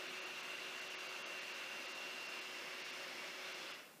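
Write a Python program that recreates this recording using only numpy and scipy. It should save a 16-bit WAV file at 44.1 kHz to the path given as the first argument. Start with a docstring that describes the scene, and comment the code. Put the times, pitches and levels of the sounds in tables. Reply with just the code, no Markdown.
"""Laptop fans, close up.

A laptop's cooling fans run flat out, close to a hand-held microphone in a quiet room. Air rushes
through the vents under a steady blade whine and a low rotor hum; the colour shifts as the microphone
drifts. Near the end the fans fade at constant pitch, leaving the room. Now and then the treble dips."""
import sys
import numpy as np
from scipy import signal
from scipy.fft import rfft, irfft
from scipy.io import wavfile
from scipy.ndimage import uniform_filter1d

SR = 44100
rng = np.random.default_rng(int(sys.argv[2]) if len(sys.argv) > 2 else 0)


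def log_audio(samples):
    """Write samples as a 16-bit WAV file to the path given in sys.argv[1]."""
    # one column per channel
    frames = np.atleast_2d(samples).T
    # limit to full scale, then quantise
    limited = np.clip(frames, -1, 1)
    pcm = np.round(limited * 32767).astype(np.int16)
    wavfile.write(sys.argv[1], SR, pcm)


N = 176400
T, HZ = np.arange(N) / SR, np.fft.rfftfreq(N, 1 / SR)

# Room tone and microphone hiss: frequency_hz, relative_db
ROOM_SPECTRUM = [(25, -37), (55, -20.5), (100, -12.5), (170, 4.5), (260, 2), (500, 3), (1000, -7),
                 (2500, -11), (5000, -9.5), (9000, -10.5), (15000, -10.5)]
# Faint, steady rotor tones: turn_multiple -> level_db
HUM_TONES = {1: -94, 12: -77.5}
# The strongest tone of the hum, at the microphone: time_s, level_db
DRONE_LEVELS = [(0, -60.5), (.5, -65), (2.2, -66), (3.5, -64.3), (3.72, -65), (3.8, -72)]
# Blade whine at the microphone: time_s, level_db
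WHINE_LEVELS = [(0, -74), (.17, -56), (.4, -57), (1.4, -56), (1.8, -55.5), (2.4, -55), (2.6, -65),
                (2.8, -57.5), (3.1, -69), (3.35, -67), (3.5, -59), (3.62, -69), (3.8, -72)]
# Bands of turbulence, the first around the whine: centre_hz, width_hz, [(time_s, level_db)]
TURBULENCE_BANDS = [(2717, 214, [(0, -54), (1.2, -56.5), (2.3, -56.5), (2.9, -57), (3.15, -59), (3.5, -58),
                    (3.75, -54)]), (1467, 280, [(0, -61), (.9, -64), (1.6, -61), (2.3, -64), (2.8, -73),
                    (3.25, -67), (3.7, -62)]), (3430, 220, [(0, -67), (2.2, -67), (2.7, -68), (3.25, -67),
                    (3.6, -62.5)]), (4890, 320, [(0, -71.5), (1.8, -70), (2.4, -70), (3.0, -78),
                    (3.6, -69)]), (2200, 170, [(0, -79), (1.9, -76), (2.6, -68), (3.2, -59.5), (3.6, -72)]),
                    (5190, 340, [(0, -82), (1.7, -70), (2.4, -64), (2.95, -63), (3.3, -66), (3.6, -65)]),
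                    (6304, 89, [(0, -76), (1.5, -70.5), (2.2, -72), (3.0, -76)])]
# Air through the vents, heard close: frequency_hz, relative_db
VENT_SPECTRUM = [(60, -35), (130, -21), (200, -17.5), (255, -2.5), (288, -11.5), (335, 0.5), (395, -7),
                 (470, -4.5), (555, 3), (620, -1), (710, -3), (830, -5), (1100, -1.5), (1450, -1.5),
                 (1900, 0), (2400, 0), (3000, -2.5), (3250, -4), (3600, -5.5), (4200, -4.5), (4700, -8.5),
                 (5300, -11.5), (5750, -9), (6080, -12), (6800, -14.5), (8000, -19.5), (10000, -24.5),
                 (15000, -37)]
# Brief dips of the treble: centre_s, length_s, depth_db
TREBLE_DIPS = [(.082, 0.02, 5), (0.208, 0.018, 15), (.252, .011, 14), (.422, 0.01, 17), (0.807, 0.01, 14),
               (.891, 0.015, 13), (.968, .028, 26), (1.084, 0.013, 13), (1.243, 0.027, 26),
               (1.406, 0.02, 12), (1.532, 0.013, 14), (1.874, 0.013, 15), (1.938, 0.018, 12),
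               (2.279, 0.013, 14), (2.405, 0.01, 16), (2.833, 0.022, 12), (2.92, 0.015, 12),
               (3.537, 0.012, 13), (3.73, 0.013, 14)]


def amp(db):
    """Decibels to gain."""
    return 10 ** (np.asarray(db) / 20)


def unit(x):
    """Scales to an rms of one."""
    return x / np.sqrt(np.mean(x ** 2) + 1e-20)


def over_time(points):
    """Gain along a table of time_s, level_db."""
    return amp(np.interp(T, *np.transpose(points)))


def over_hz(points):
    """Gain along a table of frequency_hz, relative_db, on a log-frequency axis."""
    hz, db = np.transpose(points)
    return amp(np.interp(np.log(HZ + 1), np.log(hz), db))


def noise(spectrum):
    """Noise of unit rms with the given spectrum."""
    return unit(irfft(rfft(rng.standard_normal(N)) * spectrum, N))


def drift(rate_hz):
    """Slow random motion of unit rms, up to about the given rate."""
    return noise((HZ > 0) / (1 + (HZ / rate_hz) ** 4))


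def split(x, edge_hz, order):
    """The parts of a sound below and above an edge."""
    low = irfft(rfft(x) / (1 + (HZ / edge_hz) ** order), N)
    return low, x - low


def room_tone(level_db=-63.5):
    """The quiet room behind the laptop, with the microphone's own hiss."""
    return amp(level_db) * noise(over_hz(ROOM_SPECTRUM))


def rotor(turn_hz=74.5, blades=37, drone_multiple=5, wander=0.000447, waver_db=0.2, flutter_db=0.8):
    """One shaft drives the low hum and the whine of the passing blades."""
    speed_hz = turn_hz * (1 + wander * drift(rate_hz=1.25))
    angle = 2 * np.pi * np.cumsum(speed_hz) / SR
    drone_gain = over_time(DRONE_LEVELS) * amp(waver_db * drift(rate_hz=4.6))
    whine_gain = over_time(WHINE_LEVELS) * amp(flutter_db * drift(rate_hz=5.5))
    tones = [(multiple, amp(db)) for multiple, db in HUM_TONES.items()]
    tones += [(drone_multiple, drone_gain), (blades, whine_gain)]
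    return np.sqrt(2) * sum(gain * np.sin(multiple * angle + 2 * np.pi * rng.random())
                            for multiple, gain in tones)


def turbulence():
    """Narrow bands of rushing that come and go as the microphone drifts in the hand."""
    bands = np.zeros(N)
    for centre_hz, width_hz, levels in TURBULENCE_BANDS:
        peak = 1 / (1 + ((HZ - centre_hz) / (0.88 * width_hz)) ** 2)
        bands += over_time(levels) * noise(peak)
    return bands


def reflection(delay_s=0.00702, share=0.29, centre_hz=2210, width_hz=380):
    """Response at the microphone: the direct sound plus the midrange thrown back by a nearby surface."""
    reflected = share * np.exp(-((HZ - centre_hz) / width_hz) ** 2)
    return 1 + reflected * np.exp(-2j * np.pi * HZ * delay_s)


def uneven_flow(air, depth_db=1.2):
    """Uneven air flow lifts and lowers small patches of the sound in frequency and time."""
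    spectra = signal.stft(air, nperseg=1024)[2]
    patches = uniform_filter1d(rng.standard_normal(spectra.shape), size=9, axis=0)
    patches = unit(uniform_filter1d(patches, size=10, axis=1))
    return signal.istft(spectra * amp(depth_db * patches), nperseg=1024)[1][:N]


def vent_rush(level_db=-50, swell_db=0.4, ripple_db=0.93, ripple_above_hz=600):
    """Turbulent air from the vents at close range, rippled by a reflection and faint narrow resonances."""
    ripple = unit(uniform_filter1d(rng.standard_normal(len(HZ)), size=160))
    resonances = amp(ripple_db * ripple * HZ / (HZ + ripple_above_hz))
    air = uneven_flow(noise(over_hz(VENT_SPECTRUM) * reflection() * resonances))
    return amp(level_db + swell_db * drift(rate_hz=14.0)) * unit(air)


def scene(fade_start_s=3.713, bass_db_per_s=59, treble_db_per_s=88.5):
    """The fans in front of the room, fading at the end, treble fastest; both channels alike."""
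    bass, treble = split(vent_rush() + turbulence() + rotor(), edge_hz=1500, order=4)
    fading_s = np.maximum(T - fade_start_s, 0)
    fans = bass * amp(-bass_db_per_s * fading_s) + treble * amp(-treble_db_per_s * fading_s)
    return np.tile(fans + room_tone(), (2, 1))


def record(dry, body_share=0.015, top_hz=15350):
    """The treble dips for an instant here and there, the body barely; the very top is cut off."""
    dip_db = sum(depth_db * 0.5 ** ((2 * (T - centre_s) / length_s) ** 4)  # flat-bottomed dips
                 for centre_s, length_s, depth_db in TREBLE_DIPS)
    body, treble = split(dry, edge_hz=6630, order=16)
    dipped = body * amp(-body_share * dip_db) + treble * amp(-dip_db)
    lowpass = signal.firwin(1023, top_hz, window=("kaiser", 9), fs=SR)
    return signal.oaconvolve(dipped, lowpass[None], "same", axes=1)


dry = scene()
out = record(dry)
log_audio(out)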